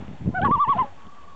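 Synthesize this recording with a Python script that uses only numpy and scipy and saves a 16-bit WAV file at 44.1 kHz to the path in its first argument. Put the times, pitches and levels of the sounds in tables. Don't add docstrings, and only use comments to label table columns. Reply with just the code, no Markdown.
import sys
import numpy as np
from scipy import signal
from scipy.io import wavfile
from scipy.ndimage import uniform_filter1d

SR = 44100
rng = np.random.default_rng(int(sys.argv[2]) if len(sys.argv) > 2 else 0)


def inscribe(sig):
    pcm = np.round(np.clip(np.atleast_2d(sig).T, -1, 1) * 32767)
    wavfile.write(sys.argv[1], SR, pcm.astype(np.int16))


def voltage_ratio(level):
    return 10 ** (np.asarray(level, float) / 20)


N = 59535


def rms_one(x):
    return x / np.sqrt(np.mean(x ** 2) + 1e-20)


def clock():
    return np.arange(N) / SR


def at_hz(points, hz):
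    points_hz, points_db = np.transpose(points)
    return np.interp(np.log(hz), np.log(points_hz), points_db)


def cut(x, hz, kind, order=2):
    return signal.sosfilt(signal.butter(order, hz, kind, fs=SR, output="sos"), x)


def drift(rate_hz):
    r = np.exp(-2 * np.pi * rate_hz / SR)
    wander = signal.lfilter([1], [1, -2 * r, r * r], rng.standard_normal(N + SR))
    return rms_one(wander[SR:])


# centre_s, half_length_s, level_db, flutter_db (relative to the thump)
PUFFS = [(.0, 0.013, -33.5, -10.5), (0.031, .014, -32.5, -14), (0.086, 0.0082, -34, -21),
         (0.12, 0.023, -35, -20), (0.216, .012, -31, -29), (0.261, 0.021, -29, -27),
         (0.282, 0.015, -18, -20.5), (0.318, 0.015, -39, -17), (0.339, 0.0079, -32, -12.5),
         (0.412, 0.027, -28.5, -13), (0.443, 0.019, -22.5, -10), (0.483, 0.017, -22, -4.5),
         (0.512, 0.004, -19.5, -9.5), (0.57, 0.022, -31, -12), (0.69, 0.01, -29.5, -5.5),
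         (0.749, 0.012, -33, -10), (0.77, 0.0098, -28, -15), (.812, 0.019, -32, -6.5),
         (0.846, 0.011, -41, -10), (1.068, .012, -43, -29), (1.19, 0.0059, -48.5, 2.5),
         (1.345, 0.01, -59.5, -3)]
BUFFETS_PER_S, BUFFET_SPREAD_DB = 220, 2.5
BUFFET_LOW_HZ, BUFFET_HIGH_HZ = 88, 231.5
FLUTTER_HZ, CALM_DB, CALM_FLUTTER_DB = 452, -59.5, -17


def even_out(x):
    power = uniform_filter1d(uniform_filter1d(x ** 2, size=700), size=500)
    return x / np.sqrt(power + 0.22)


def wind():
    centre, half, db, flutter_db = (column[:, None] for column in np.transpose(PUFFS))
    power = voltage_ratio(2 * db) * np.exp(-((clock() - centre) / half) ** 2)
    thump_gain = np.sqrt(power.sum(0) + voltage_ratio(2 * CALM_DB))
    flutter_power = (power * voltage_ratio(2 * flutter_db)).sum(0)
    flutter_gain = np.sqrt(flutter_power + voltage_ratio(2 * (CALM_DB + CALM_FLUTTER_DB)))

    sizes = voltage_ratio(BUFFET_SPREAD_DB * np.minimum(rng.exponential(1, N), 3)) * rng.choice([-1, 1], N)
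    hits = sizes * (rng.random(N) < BUFFETS_PER_S / SR)
    hits = hits + 0.0094 * rng.standard_normal(N)
    thump = rms_one(cut(cut(hits, BUFFET_HIGH_HZ, "low", order=4), BUFFET_LOW_HZ, "high"))
    flutter = rms_one(cut(cut(hits, FLUTTER_HZ, "low", order=4), BUFFET_HIGH_HZ, "high"))
    flutter = cut(flutter, 2 * FLUTTER_HZ, "low", order=4)
    return thump_gain * even_out(thump) + flutter_gain * even_out(flutter)


# frequency_hz, density_db (per Hz)
WATER_COLOUR = [(60, 10), (130, 1), (400, -4.5), (800, 0), (1600, -8.5), (2300, -12.5), (3100, -12),
                (4300, -28.5)]
# time_s, level_db
LAPPING = [
    (0, 4.5),
    (.16, -2),
    (.3, -1.5),
    (0.581, 1),
    (.65, -8.5),
    (.69, 7.5),
    (.86, 3.5),
    (0.931, -0.5),
    (1.35, -3.5),
]
WATER_DB, WATER_TOP_HZ = -48.5, 3700


def water(patchy_db=3.0):
    out, together = 0, drift(6.9)
    edges = 60 * 2 ** np.arange(0, 6.6, .5)
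    white = rng.standard_normal((2, N))
    for k, (low, high) in enumerate(zip(edges, edges[1:])):
        flicker_db = patchy_db * (low / 60) ** -.2 * (.5 * together + drift(25))
        gain_db = at_hz(WATER_COLOUR, np.sqrt(low * high)) + flicker_db
        out = out + voltage_ratio(gain_db) * cut(white[k % 2], [low, high], "band")
    lapping_db = np.interp(clock(), *np.transpose(LAPPING))
    return voltage_ratio(WATER_DB + lapping_db) * rms_one(cut(out, WATER_TOP_HZ, "low", order=8))


TICK_S = [.08, .4165, .435, .4525, .465, .476, .514, .685, .702, .776, .79, 1.02, 1.068, 1.228]
# peak_db, pitch_hz
TICKS = [(-42, 2800), (-27, 3100), (-39, 2500), (-41, 3000), (-41, 2600), (-39, 2500), (-31, 2100),
         (-41, 2500), (-38, 3200), (-34, 2900), (-34, 2850), (-45, 3200), (-45, 3100), (-46, 3000)]
TICK_T60_S, TICK_TOP_HZ = .009, 3900


def ticks():
    out = np.zeros(N)
    for start, (db, hz) in zip(TICK_S, TICKS):
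        age = np.maximum(clock() - start, 0)
        out += voltage_ratio(db - 60 * age / TICK_T60_S) * np.sin(2 * np.pi * hz * age)
    return cut(out, TICK_TOP_HZ, "low", order=6)


def swing(turns):
    s, hz, db, over_db = np.transpose(turns)
    place = np.interp(clock(), s, np.arange(len(s)))
    k = np.minimum(place.astype(int), len(s) - 2)
    curves = []
    for v, roundness in ((hz, 2.9), (db, 4)):
        up = np.clip(np.where(v[k + 1] > v[k], place - k, 1 - place + k), 0, 1)
        rise = 1 - abs(np.cos(up * np.pi / 2)) ** roundness
        curves.append(np.minimum(v[k], v[k + 1]) + abs(v[k + 1] - v[k]) * rise)
    edge_s = .003
    gate = np.clip(np.minimum(clock() - s[0], s[-1] - clock()) / edge_s + 1, 0, 1)
    return curves[0], np.sqrt(2) * voltage_ratio(curves[1]) * gate, np.interp(clock(), s, over_db)


def membrane(parts):
    hz, gain, over_db = np.ones(N), np.zeros(N), np.zeros(N)
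    for turns in parts:
        note_hz, note_gain, note_db = swing(turns)
        on = note_gain > gain
        hz = np.where(on, note_hz, hz)
        gain = np.maximum(gain, note_gain)
        over_db = np.where(on, note_db, over_db)
    hz = hz + 3 * drift(60)
    phase = 2 * np.pi * np.cumsum(hz) / SR
    return hz, phase, gain * voltage_ratio(.5 * drift(100)), over_db


# time_s, pitch_hz, level_db, overtones_db
LOW_FIRST = [
    (.342, 693, -36.5, -22),
    (.35, 727.5, -29, -4.5),
    (.368, 755.4, -29.5, -0.5),
    (.405, 683, -24.5, -18.5),
]
LOW_SECOND = [
    (0.41, 731.5, -31.5, -19.5),
    (.424, 753.5, -25.5, 2),
    (0.444, 844.4, -22.5, -10.5),
    (.456, 826, -34.5, -16),
    (.478, 830, -35, -10.5),
]
LOW_THIRD = [
    (.757, 720, -40, -25),
    (.77, 688, -27, -24),
    (.783, 765, -36, -18),
    (.802, 785, -44, -18),
]
LOW_FADE = [
    (.845, 574.5, -42, -22),
    (0.874, 562, -50, -3.5),
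    (0.903, 532, -69, -13),
]
# time_s, pitch_hz, level_db, overtones_db
HIGH_RUN = [
    (.443, 1103, -38, 6),
    (.453, 1134, -17, -23.5),
    (.492, 915.2, -25.5, -6),
    (.538, 1176, -16, -12.5),
    (.575, 902.4, -28, 5),
    (.62, 1180, -16, -11),
    (.664, 861.5, -30, 11),
    (.708, 1131, -16, -6.5),
    (.75, 822.5, -30, 8.5),
]
# time_s, pitch_hz, level_db, overtones_db
HIGH_EXTRAS = [
    [(.325, 1016, -49, 8.5), (.342, 996.7, -46.5, 5.5)],
    [(.748, 853.6, -28, -19.5), (.762, 833, -29, -4)],
    [(.782, 1006, -23.5, 0.016), (.8, 1048, -16, 0.016), (.838, 834, -28, 0.0057), (.856, 819, -50, 0.01), (.9, 798, -50, 0.012)],
]
LOW_HARMONICS = [0, 2, -19, -31, -41]
HIGH_HARMONICS = [-1, -32, -37, -54]
# frequency_hz, level_db
THROAT = [(1200, 0), (1600, 0), (2100, 3), (2450, -8), (2800, 9), (3050, 1), (3350, 4), (4500, -6)]
# high_multiple, low_multiple, level_db (relative to the high tone)
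MIXED = [(2, -1, -12), (1, 1, -21), (1, 2, -36), (2, 1, -30), (3, -2, -25), (0, 2, -33), (3, -1, -40)]
MIX_FULL_DB = -29
BREATHY_DB, OVERTONE_FLICKER_DB = -52.5, 3


def loon():
    low = membrane([LOW_FIRST, LOW_SECOND, LOW_THIRD, LOW_FADE])
    high = membrane([HIGH_RUN, *HIGH_EXTRAS])
    out = np.zeros(N)
    for (hz, phase, gain, over_db), harmonics in ((low, LOW_HARMONICS), (high, HIGH_HARMONICS)):
        for k, db in enumerate(harmonics, 1):
            overtone_db = (k > 1) * (over_db + OVERTONE_FLICKER_DB * drift(30))
            throat_db = at_hz(THROAT, abs(k * hz) + 1)
            out += gain * voltage_ratio(db + overtone_db + throat_db) * np.sin(k * phase)

    _, low_phase, low_gain, _ = low
    _, high_phase, high_gain, _ = high
    both = high_gain * np.minimum(low_gain / voltage_ratio(MIX_FULL_DB + 3), 1)
    for a, b, db in MIXED:
        out += both * voltage_ratio(db) * np.sin(round(a) * high_phase + round(b) * low_phase)
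    air = rms_one(cut(rng.standard_normal(N), [900, 3600], "band"))
    out += voltage_ratio(BREATHY_DB) * (low_gain + high_gain) * air
    return out + ticks()


NEAR_DB, NEAR_T60_S = -21, .15
SHORE_DELAY_S, SHORE_RISE_S, SHORE_T60_S, SHORE_DB = 0.485, .04, 3.5, -30
SHORE_PEAK_HZ, SHORE_WIDTH_HZ, SHORE_BROAD = 1140, 130, .6


def shore(call):
    late = clock() - SHORE_DELAY_S
    rise = np.clip(late / SHORE_RISE_S, 0, 1)
    far = rms_one(rise * voltage_ratio(-60 * late / SHORE_T60_S) * rng.standard_normal(N))
    near = rms_one(voltage_ratio(-60 * clock() / NEAR_T60_S) * rng.standard_normal(N))
    band_hz = SHORE_PEAK_HZ + SHORE_WIDTH_HZ * np.array([-.5, .5])
    trees = SHORE_BROAD * far + cut(far, band_hz, "band")
    echo = voltage_ratio(SHORE_DB) * trees + voltage_ratio(NEAR_DB) * near
    return signal.fftconvolve(call, echo / np.sqrt(N))[:N]


def scene():
    call = loon()
    return (call + shore(call) + water() + wind())[None]


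def roll_off(x):
    return signal.sosfilt(signal.butter(12, 8900, fs=SR, output="sos"), x)


def record(dry):
    hiss = voltage_ratio(-66) * rms_one(cut(rng.standard_normal(N), 8750, "low", order=5))
    whine = np.sqrt(2) * voltage_ratio(-78) * np.sin(2 * np.pi * 4388 * clock())
    clip_top = .33
    drive = dry / clip_top
    x = clip_top * np.tanh(drive * (1 + drive ** 2 / 3))
    x = cut(x, 4200, "low", order=6) + hiss + whine
    steep = signal.cheby2(12, 60, 8900, fs=SR, output="sos")
    mix = signal.sosfilt(steep, x) - .011
    return roll_off(mix)


dry = scene()
out = record(dry)
inscribe(out)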